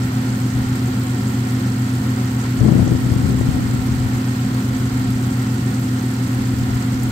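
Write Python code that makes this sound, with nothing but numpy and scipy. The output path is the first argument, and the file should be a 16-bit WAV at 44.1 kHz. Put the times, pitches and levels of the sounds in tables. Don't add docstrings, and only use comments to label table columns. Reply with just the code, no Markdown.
import sys
import numpy as np
from scipy import signal
from scipy.fft import rfft, irfft, next_fast_len
from scipy.io import wavfile
from scipy.ndimage import uniform_filter1d

SR = 44100
rng = np.random.default_rng(int(sys.argv[2]) if len(sys.argv) > 2 else 0)


def natural_amplitude(level_db):
    exponent = np.asarray(level_db, float) / 20
    return 10 ** exponent


def master(y):
    cut = np.clip(np.atleast_2d(y).T, -1, 1)
    pcm = np.round(cut * 32767)
    wavfile.write(sys.argv[1], SR, pcm.astype(np.int16))


N = 313549

MOTOR_ORDERS = [(1, -1), (1, 0), (0, 5), (1, 1), (2, -1), (2, 0), (0, 10), (2, 1), (3, 0), (0, 15), (4, 0),
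                (4, 2)]
# (level [dB rms], left minus right [dB])
MOTOR_LEVELS = [(-34, 0), (-22, 0.25), (-29.6, 0.7), (-46.5, -0.5), (-28.8, -1), (-50, 1), (-25.2, -1.2),
                (-36, 1.2), (-55, -2), (-56, -3), (-55.5, -4), (-55, -7)]
# (frequency [Hz], level [dB per Hz])
RUMBLE = [(20, -70), (55, -61), (76, -50.5), (90, -56.5), (135, -57.5), (152, -47), (165, -52.5),
          (185, -48), (205, -47.5), (232, -58), (280, -50), (320, -56.5), (395, -57.5), (420, -70.5)]
# (frequency [Hz], left level [dB per Hz], right level [dB per Hz])
GRILLE_AIR = [(404, -72, -66.5), (521, -70, -61), (661, -67.5, -78.5), (738, -59, -64.5), (805, -66, -66),
              (1135, -64, -70), (1130, -72, -70.5), (1354, -63, -62.5), (1626, -68.5, -73.5),
              (1832, -74, -63), (2110, -68, -73.5), (2520, -77, -74), (3180, -77, -77),
              (4470, -79.5, -75.5)]
# (arrival [s], length [s], strength on arrival [dB], strength on leaving [dB])
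GUSTS = [(0.13, 0.03, -60, -60), (0.32, 0.03, -54, -53), (0.56, 0.23, -41, -56), (2.609, 0.2, -13, -12.5),
         (2.81, 0.17, -14.5, -20.5), (3.026, 0.61, -19, -21), (3.683, 0.5, -21.5, -47),
         (4.306, 0.03, -52, -56), (4.46, 0.037, -44, -49), (4.634, 0.63, -51, -48), (6.363, 0.42, -49, -41),
         (6.94, 0.2, -48, -46)]
# (lowest [Hz], highest [Hz], level in the strongest gust [dB],
# share of the small-swirl curve [0-1], loss per dB of weaker draught [dB])
EDDIES = [(30, 60, -25, 0, .5), (65, 110, -9, 0, 1), (110, 200, -12.5, 1, 1), (200, 330, -17, 1, 1.2),
          (330, 550, -31, 1, 1.7), (550, 850, -37, 1, 1.6)]
# (time [s], level [dB], half-width [ms])
SLAPS = [(2.614, -13, 1.0), (2.633, -16, 1.0), (2.662, -13, 1.2), (2.688, -19, 1.6), (2.722, -12, 1.0),
         (2.765, -16, 1.2), (2.795, -13, 1.1), (2.829, -14, 1.2), (2.878, -16, 1.6), (2.920, -12, 1.5),
         (2.952, -13, 1.3), (3.121, -22, 1.2), (3.162, -21, 1.1), (3.236, -32, 1.8), (3.260, -32, 1.2),
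         (3.299, -30, 1.5), (3.346, -30, 1.2), (3.412, -12, .8), (3.490, -27, 1.6), (3.565, -22, 2.2),
         (3.600, -24, 2.2), (3.738, -34, 1.8), (3.797, -44, 1.3), (3.867, -46, 1.6), (3.922, -44, 2.2),
         (3.967, -44, 2.2), (4.066, -38, 2.2)]
# (frequency [Hz], left level [dB per Hz], right level [dB per Hz])
FIZZ = [(1510, -96, -76), (3240, -78, -77.5), (3620, -100, -84), (4170, -93, -77), (6120, -82.5, -79),
        (7500, -86, -74), (8430, -84, -77.5), (9230, -92.5, -82.5), (10960, -92, -88.5),
        (11450, -85.5, -84.5), (12600, -90, -82), (13800, -88.5, -88), (16100, -84, -83.5),
        (16000, -88, -87)]
# (time [s], peak level [dB], pitch [Hz])
POPS = [(0.0209, -23, 5400), (0.3346, -21, 7450), (0.5616, -28, 4020), (1.035, -23, 8300),
        (1.07, -21, 7430), (1.2797, -18, 7400), (1.3059, -24, 7440), (1.3942, -24, 7400),
        (1.698, -27, 4170), (1.8462, -24, 7350), (1.936, -21, 8740), (1.954, -27, 7680),
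        (2.3655, -22, 7800), (2.5895, -21, 7200), (2.6349, -27, 7550), (2.8784, -22, 6380),
        (2.955, -24, 7300), (3.2984, -26, 4510), (3.7105, -18, 7400), (4.0407, -24, 8070),
        (4.1335, -20, 7660), (4.4628, -22, 7590), (4.5955, -24, 7810), (5.02, -30, 7610),
        (5.4241, -23, 8090), (5.8551, -21, 7650), (6.0631, -20, 7860), (6.3485, -19, 8510),
        (7.0244, -22, 7200), (7.0303, -22, 7680)]
# (time [s], level [dB rms], half-length [s])
SPIT = (7.035, -31, .005)
# (frequency [Hz], likeness [0-1])
LIKENESS = [(100, .9995), (250, .98), (350, .93), (500, .4), (650, .3), (1000, .55), (1450, .15),
            (4000, .12), (7600, .02), (7750, .72), (8900, .8), (9300, .42), (15000, .4)]

MAINS_HZ, ROTOR_HZ = 120.025, 25.461
MAINS_START, ROTOR_START = 2.3, 3.94
MOTOR_LEAD_S, GRILLE_LEAD_S = .00004, .0003
GRILLE_LOW_HZ, GRILLE_HIGH_HZ = 500, 7600
STRONG_GUST_DB, STILL_DB = -11, -75
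RISE_DB_PER_S, FALL_DB_PER_S = 900, 600
LARGE_LEAD_DB, LARGE_TOP_DB, LARGE_FLUTTER_DB = 14.5, -26.5, 3
PUFF_DB, PUFF_S = 3, 0.0096
PORT_HZ, PORT_T60_S, PORT_DB = 141, 0.052, -45.5
POP_LEFT_DB = -13


def rms_one(x):
    return x / np.sqrt(np.mean(x ** 2, axis=-1, keepdims=True) + 1e-20)


def at_hz(points, hz):
    table_hz, *columns = np.transpose(points)
    return np.array([np.interp(np.log(hz), np.log(table_hz), c) for c in columns])


def band_pass(x, low_hz, high_hz):
    return signal.sosfilt(signal.butter(2, [low_hz, high_hz], "band", fs=SR, output="sos"), x)


def drift(rate):
    r = np.exp(-80 * np.pi * rate / SR)
    slow = signal.lfilter([1], [1, -2 * r, r * r], rng.standard_normal(N // 40 + 2002))[2000:]
    return np.interp(np.arange(N) / 40, np.arange(len(slow)), rms_one(slow))


def colour(white, spectrum):
    size = next_fast_len(N)
    hz = np.arange(1, size // 2 + 2) * SR / size
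    own, shared = rfft(rms_one(white), size)
    alike = np.clip(at_hz(LIKENESS, hz)[0], 0, 1)
    lead_s = GRILLE_LEAD_S * np.clip(4 * np.log2(hz / GRILLE_LOW_HZ), 0, 1) * (hz < GRILLE_HIGH_HZ)
    left = alike * np.exp(2j * np.pi * hz * lead_s) * shared + np.sqrt(1 - alike ** 2) * own
    octaves_outside = np.abs(np.log2(hz / np.clip(hz, spectrum[0][0], spectrum[-1][0])))
    level_db = at_hz(spectrum, hz) - 24 * octaves_outside
    return irfft(np.array([left, shared]) * natural_amplitude(level_db) * np.sqrt(SR / 2), size)[:, :N]


def motor():
    out = np.zeros((2, N))
    t = np.arange(N) / SR + np.array([[MOTOR_LEAD_S], [0]])
    pull = 2 * np.pi * MAINS_HZ * t + MAINS_START
    turn = 2 * np.pi * ROTOR_HZ * t + ROTOR_START
    for (m, n), (db, pan_db) in zip(MOTOR_ORDERS, MOTOR_LEVELS):
        line = np.cos(m * pull + n * turn + .08 * drift(1.2)) * natural_amplitude(.5 * drift(1.5))
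        out += np.sqrt(2) * natural_amplitude(db + np.array([[.5], [-.5]]) * pan_db) * line
    return out


def fan_air():
    rumble = colour(rng.standard_normal((2, N)), RUMBLE) * natural_amplitude(.5 * drift(3))
    rush = colour(rng.standard_normal((2, N)), GRILLE_AIR) * natural_amplitude(.5 * drift(8))
    return rumble + rush


def draught():
    large, small = (db - STRONG_GUST_DB for db in gust_db())
    flutter, left = 2 * drift(70), slaps()
    for low_hz, high_hz, top_db, share, loss in EDDIES:
        band = band_pass(rng.standard_normal(N), low_hz, high_hz)
        band = band / np.sqrt(uniform_filter1d(band ** 2, size=int(3 * SR / low_hz)) + 1e-12)
        weaker = share * small + (1 - share) * large
        left = left + band * natural_amplitude(top_db + loss * (weaker + share * flutter))
    left = left * np.clip((large + 49) / 6, 0, 1)
    left = signal.sosfilt(signal.butter(2, 40, "high", fs=SR, output="sos"), left)
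    right = signal.filtfilt(*signal.butter(1, 110, fs=SR), left) / 2
    return np.array([left, right])


def gust_db():
    t, strength = np.arange(N) / SR, np.full(N, float(STILL_DB))
    for s, length, first_db, last_db in GUSTS:
        held = np.interp(t, [s, s + length], [first_db, last_db])
        edge = RISE_DB_PER_S * np.maximum(s - t, 0) + FALL_DB_PER_S * np.maximum(t - s - length, 0)
        strength = np.maximum(strength, held - edge)
    puff = PUFF_DB * np.max([np.exp(-((t - s) / PUFF_S) ** 2) for s, *_ in SLAPS], axis=0)
    large = np.minimum(strength + LARGE_LEAD_DB, LARGE_TOP_DB)
    large = large + 0.67 * puff + LARGE_FLUTTER_DB * drift(13)
    return large, strength + puff


def slaps():
    bumps, ms = np.zeros(N), np.arange(-400, 401) / SR * 1000
    for s, db, half_ms in SLAPS:
        at = round(s * SR)
        bumps[at - 400:at + 401] += natural_amplitude(.4 * db + 7.5) * np.exp(-np.abs(ms / half_ms) ** 1.25)
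    r, w = natural_amplitude(-60 / (PORT_T60_S * SR)), 2 * np.pi * PORT_HZ / SR
    ringing = signal.lfilter([0, np.sin(w)], [1, -2 * r * np.cos(w), r * r], bumps + 1e-18)
    bumps = bumps + natural_amplitude(PORT_DB) * ringing
    return signal.sosfiltfilt(signal.butter(2, 70, "high", fs=SR, output="sos"), bumps)


def fizz(per_s, size_db, clump_db, grain_db):
    edges_hz = [1000, 3300, 9500, 18000]
    boils = [clumps(clump_db) for _ in range(3)]
    sizes = natural_amplitude(size_db * np.minimum(rng.exponential(1, N), 3))
    chance, dealt, grains = rng.random(N), rng.integers(0, 10, N), np.zeros((2, N))
    for k, hz in enumerate(np.geomspace(3300, 15000, 10)):
        boil = boils[np.searchsorted(edges_hz, hz) - 1]
        born = chance < per_s * natural_amplitude(1.5 * boil) / SR
        clicks = sizes * born * (dealt == k) * rng.choice([-1, 1], (2, N)) + 1e-18
        r, w = natural_amplitude(-60 * hz / (17 * SR)), 2 * np.pi * hz / SR
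        rings = signal.lfilter([1, 0, -1], [1, -2 * r * np.cos(w), r * r], clicks)
        grains += rms_one(rings) * hz ** .3
    haze = 0
    for low_hz, high_hz, boil in zip(edges_hz, edges_hz[1:], boils):
        haze = haze + band_pass(rng.standard_normal((2, N)), low_hz, high_hz) * natural_amplitude(boil)
    return colour(rms_one(haze) + natural_amplitude(grain_db) * rms_one(grains), FIZZ)


def clumps(depth_db):
    boil = .7 * drift(16) + drift(60)
    return depth_db * rms_one(boil - uniform_filter1d(boil, size=SR // 8))


def pops():
    out, t = np.zeros((2, N + 300)), np.arange(300) / SR
    swell = t / 0.00063
    for s, db, hz in POPS:
        blip = np.sin(2 * np.pi * hz * t) * swell * np.exp(1 - swell)
        at = round(s * SR)
        out[:, at:at + 300] += natural_amplitude(db - 5.5 + np.array([[POP_LEFT_DB], [0]])) * blip
    return out[:, :N]


def spit():
    s, db, half_s = SPIT
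    hiss = signal.sosfilt(signal.butter(2, 7000, "high", fs=SR, output="sos"), rng.standard_normal(N))
    swell = np.exp(-((np.arange(N) / SR - s) / half_s) ** 2)
    return natural_amplitude(db + np.array([[-4.0], [0]])) * hiss * swell


def scene():
    pan = fizz(per_s=1500., size_db=4.0, clump_db=1.2, grain_db=-3.0) + pops() + spit()
    return motor() + fan_air() + draught() + pan


def band_limit(x):
    return signal.sosfilt(signal.butter(12, 17040, fs=SR, output="sos"), x)


def record(dry):
    limited = dry / (1 + (np.abs(dry) / .95) ** 8) ** (1 / 8)
    cut = signal.sosfilt(signal.cheby2(20, 60, 16000, fs=SR, output="sos"), limited)
    return band_limit(cut)


dry = scene()
out = record(dry)
master(out)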